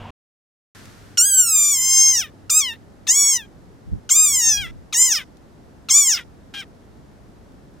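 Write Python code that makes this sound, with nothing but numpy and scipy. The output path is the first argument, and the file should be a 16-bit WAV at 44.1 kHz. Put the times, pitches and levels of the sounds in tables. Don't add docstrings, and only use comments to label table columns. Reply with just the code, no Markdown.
import sys
import numpy as np
from scipy import signal
from scipy.fft import rfft, irfft
from scipy.io import wavfile
from scipy.ndimage import uniform_filter1d

SR = 44100
rng = np.random.default_rng(int(sys.argv[2]) if len(sys.argv) > 2 else 0)


def output_pcm(signal):
    pcm = np.clip(np.atleast_2d(signal).T, -1, 1) * 32767
    wavfile.write(sys.argv[1], SR, np.round(pcm).astype(np.int16))


N = 343980
TIME = np.arange(N) / SR
FREQS = np.fft.rfftfreq(N, 1 / SR) + 1

# start, end and scratchy onset in seconds, pitch overshoot as a share, widest
# mouth opening from 0 to 1, then opening, narrowing, nearly shut tail, fade and creak times in seconds,
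# throat trim in dB, hoarseness in dB.
SQUEALS = [(1.172, 2.301, 0.011, 0.078, 1, 0.029, 0.69, 0.094, 0.056, 0.041, -2, -34),
           (2.495, 2.766, 0.011, 0.2, 1, 0.015, 0.033, 0.15, 0.035, 0.034, 0.5, -22.5),
           (3.068, 3.466, 0.0073, 0.51, 0.89, 0.058, 0.071, 0.096, 0.067, 0.015, -1.5, -34),
           (4.091, 4.713, .011, 0.54, 0.97, 0.026, 0.3, 0.15, 0.062, 0.048, 0, -36.5),
           (4.925, 5.243, .016, .5, 1, 0.056, 0.21, 0.071, 0.028, 0.0557, 1.5, -25),
           (5.886, 6.239, .015, .38, 0.91, 0.04, .13, .079, 0.044, 0.087, 1, -23),
           (6.538, 6.647, 0.044, 0.026, 0.3, 0.21, .02, 0.072, 0.017, 0.033, -2.5, -2.5)]
# time in seconds, pitch in Hz.
PITCH_ARCHES = [
    [(1.195, 1374), (1.223, 1455), (1.247, 1540), (1.265, 1640), (1.385, 1522), (1.511, 1295),
     (1.573, 1207), (1.711, 1170), (1.787, 1018), (1.859, 1050), (2.113, 1064), (2.173, 938), (2.191, 888),
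     (2.215, 798), (2.241, 630), (2.27, 590)],
    [(2.512, 1172), (2.578, 1285), (2.6, 1273), (2.62, 1137), (2.724, 882), (2.735, 933)],
    [(3.084, 864), (3.13, 1030), (3.168, 1141), (3.308, 1104), (3.378, 971), (3.43, 804)],
    [(4.112, 1017), (4.16, 1215), (4.232, 1253), (4.328, 1101), (4.43, 927), (4.494, 902.4), (4.55, 817),
     (4.61, 818), (4.656, 667), (4.672, 674), (4.68, 672)],
    [(4.947, 870), (4.991, 1007), (5.063, 1047), (5.099, 951), (5.129, 838), (5.169, 614), (5.185, 613),
     (5.207, 552), (5.215, 508.8)],
    [(5.907, 1004), (5.951, 1149), (5.987, 1203), (6.073, 1058), (6.121, 867), (6.155, 672), (6.171, 763),
     (6.177, 698.0), (6.191, 541.5), (6.21, 474)],
    [(6.548, 789), (6.61, 795), (6.642, 602)],
]
# time in seconds, relative level in dB.
RING_SWELLS = [
    [(1.176, -18), (1.182, -9.5), (1.216, -8.5), (1.282, -16), (1.362, -11), (1.4, -6), (1.448, -18.5),
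     (1.488, -16), (1.51, -15.5), (1.554, -10.5), (1.738, -14), (1.78, -17.5), (1.982, -9.5), (2.076, -9.5),
     (2.134, -15), (2.196, -15), (2.23, -29), (2.3, -60)],
    [(2.497, -28.5), (2.501, -14), (2.545, -13.5), (2.577, -7.5), (2.615, -15.5), (2.623, -21),
     (2.699, -25), (2.765, -57)],
    [(3.07, -30.5), (3.092, -11), (3.108, -8), (3.14, -15.5), (3.17, -11), (3.308, -12.5), (3.37, -16.5),
     (3.38, -39), (3.468, -63)],
    [(4.096, -24.5), (4.118, -5.5), (4.142, -16.5), (4.164, -8.5), (4.24, -9.5), (4.32, -17.5),
     (4.352, -13.5), (4.424, -16), (4.478, -11), (4.514, -11.5), (4.656, -33.5), (4.71, -45)],
    [(4.925, -28), (4.945, -18), (4.983, -12.5), (5.023, -7), (5.103, -18.5), (5.123, -10.5),
     (5.139, -18.5), (5.159, -16.5), (5.217, -35.5), (5.25, -50)],
    [(5.889, -29), (5.911, -8), (5.933, -12.5), (5.953, -6.5), (5.999, -8), (6.053, -16.5), (6.075, -11.5),
     (6.139, -14.5), (6.213, -36), (6.24, -66.5)],
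    [(6.54, -34.5), (6.546, -34.5), (6.606, -31), (6.632, -44), (6.643, -53)],
]
# relative throat level in dB, relative edge level in dB, mouth resonance in Hz.
MOUTH_SHAPES = [(-36, -60, 1760), (-33, -47, 3850), (-33, -38.5, 6200), (-35.5, -28, 7580)]
# frequency in Hz, relative level in dB.
THROAT_EQ = [(500, -26.5), (750, -14), (1100, -6.5), (1450, 3.5), (2100, 4), (2650, -1), (3350, 6.5),
             (3900, -2.5), (4400, -32), (5200, -12), (6500, -25.5)]
MOUTH_EQ = [(1000, -19.5), (2000, -9), (3400, -10.5), (4400, -17.5), (5200, -3), (6300, -7.5), (7400, -8.5),
            (9000, -8.5), (11000, -16)]
EDGE_EQ = [(7000, -26), (9600, 0), (10500, 3.5), (11500, -3), (12500, 0.5), (14400, 5), (15700, -1.5)]
# frequency in Hz, lead of the left side in radians.
LEFT_LEAD = [(2150, 0), (3010, 1.0), (4740, -.8), (6030, .6), (7240, -.2), (8790, -.1), (9820, 1.1),
             (12300, 0), (14800, .7)]
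# frequency in Hz, left minus right in dB.
LEFT_LEAN = [(1300, 0), (2400, -1.5), (3300, 6), (4400, 4.5), (5400, -4.5), (6400, 4), (7400, 0.5),
             (8500, -4.5), (15000, -1.5)]
# frequency in Hz, peak level in dB.
TUB_TONES = [(100, -39.5), (228, -45.5)]
# start in seconds, level in dB.
SAND_TICKS = [(0.855, -42), (5.37, -53), (7.52, -59.5)]
# centre in seconds, half-length in seconds, level in dB.
BUMP_SWELLS = [(3.888, 0.023, -33.5), (3.934, 0.014, -21.5), (3.963, 0.026, -31), (4.311, .06, -36),
               (4.599, 0.18, -33.5)]
# frequency in Hz, relative level in dB.
SHUFFLE_EQ = [(30, -7), (105, 0), (160, -8), (235, -14), (400, -16), (660, -11.5), (1100, -14),
              (1700, -22.5), (3100, -21), (3900, -34), (11000, -48.5)]
BUMP_EQ = [(25, 3), (50, 6), (100, 5), (170, -2), (280, -7.5), (500, -27), (1200, -62.5)]
RUMBLE_EQ = [(25, -8.5), (60, 0), (100, -3), (160, -3), (280, -4), (450, -11), (800, -17), (1400, -27.5),
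             (3000, -41)]
HISS_EQ = [(530, -42.5), (900, -8), (1340, -2), (1830, -3.5), (2390, -9.5), (5410, -11.5), (13700, -21),
           (16000, -33)]
# frequency in Hz, side minus mid in dB.
RUMBLE_SPREAD = [(50, 3), (180, -9.5), (550, -2.5), (1650, 1.5)]

AJAR, NARROW = 1 / 3, 2 / 3
AIR_START_S, CUTOFF_HZ = .749, 15900


def squeal(row, arch, swells, flutter_db=1.66, flutter_hz=25, ring_trim_db=-2.5, weak_edge_db=28):
    start, end, catch_s, overshoot, widest, open_s, narrowing_s, tail_s = row[:8]
    fade_s, creak_s, throat_trim_db, hoarse_db = row[8:]
    size = int(np.ceil((end - start) * 10)) * SR // 10
    at = int(start * SR) + np.arange(size)
    t = at / SR
    catch = np.exp(-((t - start) / catch_s) ** 2)
    slack = np.clip((t - end + creak_s) / 0.001, 0, 1)
    pitch = uniform_filter1d(in_time(arch, t)[0], size=SR // 45, mode="nearest") * (1 + overshoot * catch)
    jitter = (.0017 + .015 * catch + .035 * slack) * waver(320, size)
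    wobble = .0024 * waver(flutter_hz, size)
    phase = 2 * np.pi * np.cumsum(pitch * (1 + jitter + wobble)) / SR
    harmonic = np.arange(1, 29)[:, None]
    hz = harmonic * pitch
    audible = np.clip((CUTOFF_HZ - hz) / 200 + 1, 0, 1)
    opening = mouth_opening(t, start, end, widest, open_s, narrowing_s, tail_s)
    resonance = mouth_resonance(hz, pitch, opening)
    throat_db, edge_db, _ = mouth_shape(opening)
    edge_db -= weak_edge_db * (1 - widest)
    ring_db = in_time(swells, t)[0] + ring_trim_db
    fade_db = -18 * np.clip(1 - (end - t) / fade_s, 0, 1)
    flutter = from_db(flutter_db * np.array([waver(flutter_hz, size) for _ in harmonic]))
    throat = register(THROAT_EQ, hz, audible, throat_db + throat_trim_db + fade_db)
    ring = register(MOUTH_EQ, hz, np.abs(resonance) * flutter * audible, ring_db)
    edge = register(EDGE_EQ, hz, flutter * audible, edge_db + fade_db)
    grit = rasp(harmonic, hz, t - start, hoarse_db, uneven=.5 * slack + catch)
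    height = np.sqrt(throat ** 2 + ring ** 2 + edge ** 2) * np.abs(grit)
    angle = harmonic * phase + np.angle(resonance * grit)
    creak_db = slack * (-3 - waver(189, size))
    out = np.zeros((2, N))
    out[:, at] = spread_voice(hz, height, angle) * gate(t, start, end, 0.0017) * from_db(creak_db)
    return out


def mouth_opening(t, start, end, widest, open_s, narrowing_s, tail_s, snap_s=0.013):
    shut = end - max(tail_s, snap_s)
    rise = np.interp(t, [start, start + open_s], [AJAR, 1])
    fall = np.interp(t, [shut - narrowing_s, shut, shut + snap_s, end], [1, NARROW, AJAR, 0])
    return np.minimum(np.minimum(rise, fall), widest)


def mouth_shape(opening):
    return [np.interp(opening, np.linspace(0, 1, len(c)), c) for c in np.transpose(MOUTH_SHAPES)]


def mouth_resonance(hz, pitch, opening, width_hz=500, slack_hz=926):
    sag = np.minimum(pitch / slack_hz, 1) ** 0.73
    high_hz = sag * mouth_shape(np.maximum(opening, NARROW))[-1]
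    low_hz = sag * mouth_shape(np.minimum(opening, AJAR))[-1]
    high, low = [1 / (1 + 2j * (hz - centre) / width_hz) for centre in (high_hz, low_hz)]
    share = np.clip((opening - AJAR) / (NARROW - AJAR), 0, 1)
    return share * high + (1 - share) * low


def register(eq, hz, weights, level_db):
    gains = from_db(at_hz(eq, hz)) * weights
    return gains * from_db(level_db) * np.sqrt(2 / np.sum(gains ** 2, axis=0))


def rasp(harmonic, hz, age, hoarse_db, uneven, strain_db=7.5, strain_s=.09, scratch_db=-3.5, rate_hz=450):
    strained_db = hoarse_db + strain_db * np.exp(-age / strain_s)
    turbulence = from_db(strained_db) * (hz / 7000) ** 2 * np.clip(hz / 5000, 0, 1) ** 2
    fray = turbulence + from_db(scratch_db) * uneven * np.clip(harmonic / 3, 0, 1)
    chance = np.array([waver(rate_hz, len(age)) + 1j * waver(rate_hz, len(age)) for _ in harmonic])
    return (1 + fray * chance) / np.sqrt(1 + 2 * fray ** 2)


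def spread_voice(hz, height, angle):
    lead = at_hz(LEFT_LEAD, hz) / 2
    lean = from_db(at_hz(LEFT_LEAN, hz) / 2)
    return np.array([np.sum(height * lean ** side * np.cos(angle + side * lead), 0) for side in (1, -1)])


def room(x, early_t60=.06, tail_t60=.2, early_db=-14, tail_db=-24, low_cut_hz=4700):
    t = TIME[:SR // 2]
    early, tail = rng.standard_normal((2, 2, len(t))) * (t > .002)
    early = from_db(early_db) * rms_one(early * from_db(-60 * t / early_t60))
    tail = from_db(tail_db) * rms_one(tail * from_db(-60 * t / tail_t60))
    bright = signal.sosfilt(signal.butter(4, low_cut_hz, "high", fs=SR, output="sos"), x)
    return signal.fftconvolve(bright, (early + tail) / np.sqrt(len(t)), axes=1)[:, :N]


def tub(end_s=.106, shuffle_db=-39, knock_s=0.0575, knock_hz=950, knock_db=-31):
    shuffle = from_db(shuffle_db) * noise(SHUFFLE_EQ, side_db=-17)
    knock_level = from_db(knock_db) * np.exp(-((TIME - knock_s) / 0.003) ** 2)
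    knock = knock_level * np.sin(2 * np.pi * knock_hz * TIME)
    drone = sum(from_db(db) * np.sin(2 * np.pi * hz * TIME) for hz, db in TUB_TONES)
    return (shuffle + knock + drone) * gate(TIME, 0, end_s, 0.00091)


def sand(decay_s=0.0036):
    level = sum(from_db(db) * (TIME > s) * np.exp(-np.clip((TIME - s) / decay_s, 0, 20))
                for s, db in SAND_TICKS)
    return level * noise([(500, -20), (2500, 1), (6000, 0), (14000, -8)], side_db=-3)


def microphone_bump():
    level = sum(from_db(db) * np.exp(-((TIME - s) / half_s) ** 2) for s, half_s, db in BUMP_SWELLS)
    return level * noise(BUMP_EQ, side_db=7)


def air(rumble_db=-46.5, hiss_db=-62.5, extra_hiss_db=16, settle_s=.55):
    rumble = from_db(rumble_db) * noise(RUMBLE_EQ, at_hz(RUMBLE_SPREAD, FREQS))
    lift_db = extra_hiss_db * np.exp(-np.maximum(TIME - AIR_START_S, 0) / settle_s)
    return rumble + from_db(hiss_db + lift_db) * noise(HISS_EQ, side_db=-3.5)


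def hum(hz=99, level_db=-53.5, fade_start_s=2.64, fade_db_per_s=11):
    level = from_db(level_db - fade_db_per_s * np.maximum(TIME - fade_start_s, 0))
    return level * np.sqrt(2) * np.sin(2 * np.pi * hz * TIME + .5 * waver(6, N))


def noise(eq, side_db):
    top_rolloff = np.hypot(1, (FREQS / eq[-1][0]) ** 2)
    low_cut = FREQS / np.hypot(FREQS, 20)
    colour = from_db(at_hz(eq, FREQS)) / top_rolloff * low_cut
    mid, side = rfft(rng.standard_normal((2, N))) * colour
    return rms_one(irfft(mid + from_db(side_db) * side * [[1], [-1]], N))


def waver(rate_hz, size):
    sos = signal.butter(2, rate_hz, fs=SR, output="sos")
    return rms_one(signal.sosfilt(sos, rng.standard_normal(size + SR // 10))[-size:])


def gate(t, start, end, edge_s):
    return np.clip((t - start) / edge_s, 0, 1) * np.clip((end - t) / edge_s, 0, 1)


def in_time(rows, t):
    s, *columns = np.transpose(rows)
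    return [np.interp(t, s, c) for c in columns]


def at_hz(points, hz):
    f, value = np.transpose(points)
    return np.interp(np.log(hz), np.log(f), value)


def from_db(db):
    return 10 ** (np.asarray(db) / 20)


def rms_one(x):
    return x / np.sqrt(np.mean(x ** 2) + 1e-20)


def scene(duck_knee_db=-12):
    frog = sum(squeal(*parts) for parts in zip(SQUEALS, PITCH_ARCHES, RING_SWELLS))
    foreground = frog + room(frog) + sand()
    bed = (air() + hum() + microphone_bump()) * (TIME > AIR_START_S)
    frog_power = uniform_filter1d(np.mean(frog ** 2, axis=0), SR // 10)
    duck = 1 / np.sqrt(1 + np.abs(frog_power) / from_db(duck_knee_db) ** 2)
    return foreground + duck * bed + tub()


def record(dry):
    return signal.sosfilt(signal.ellip(12, .1, 90, CUTOFF_HZ, fs=SR, output="sos"), dry)


dry = scene()
out = record(dry)
output_pcm(out)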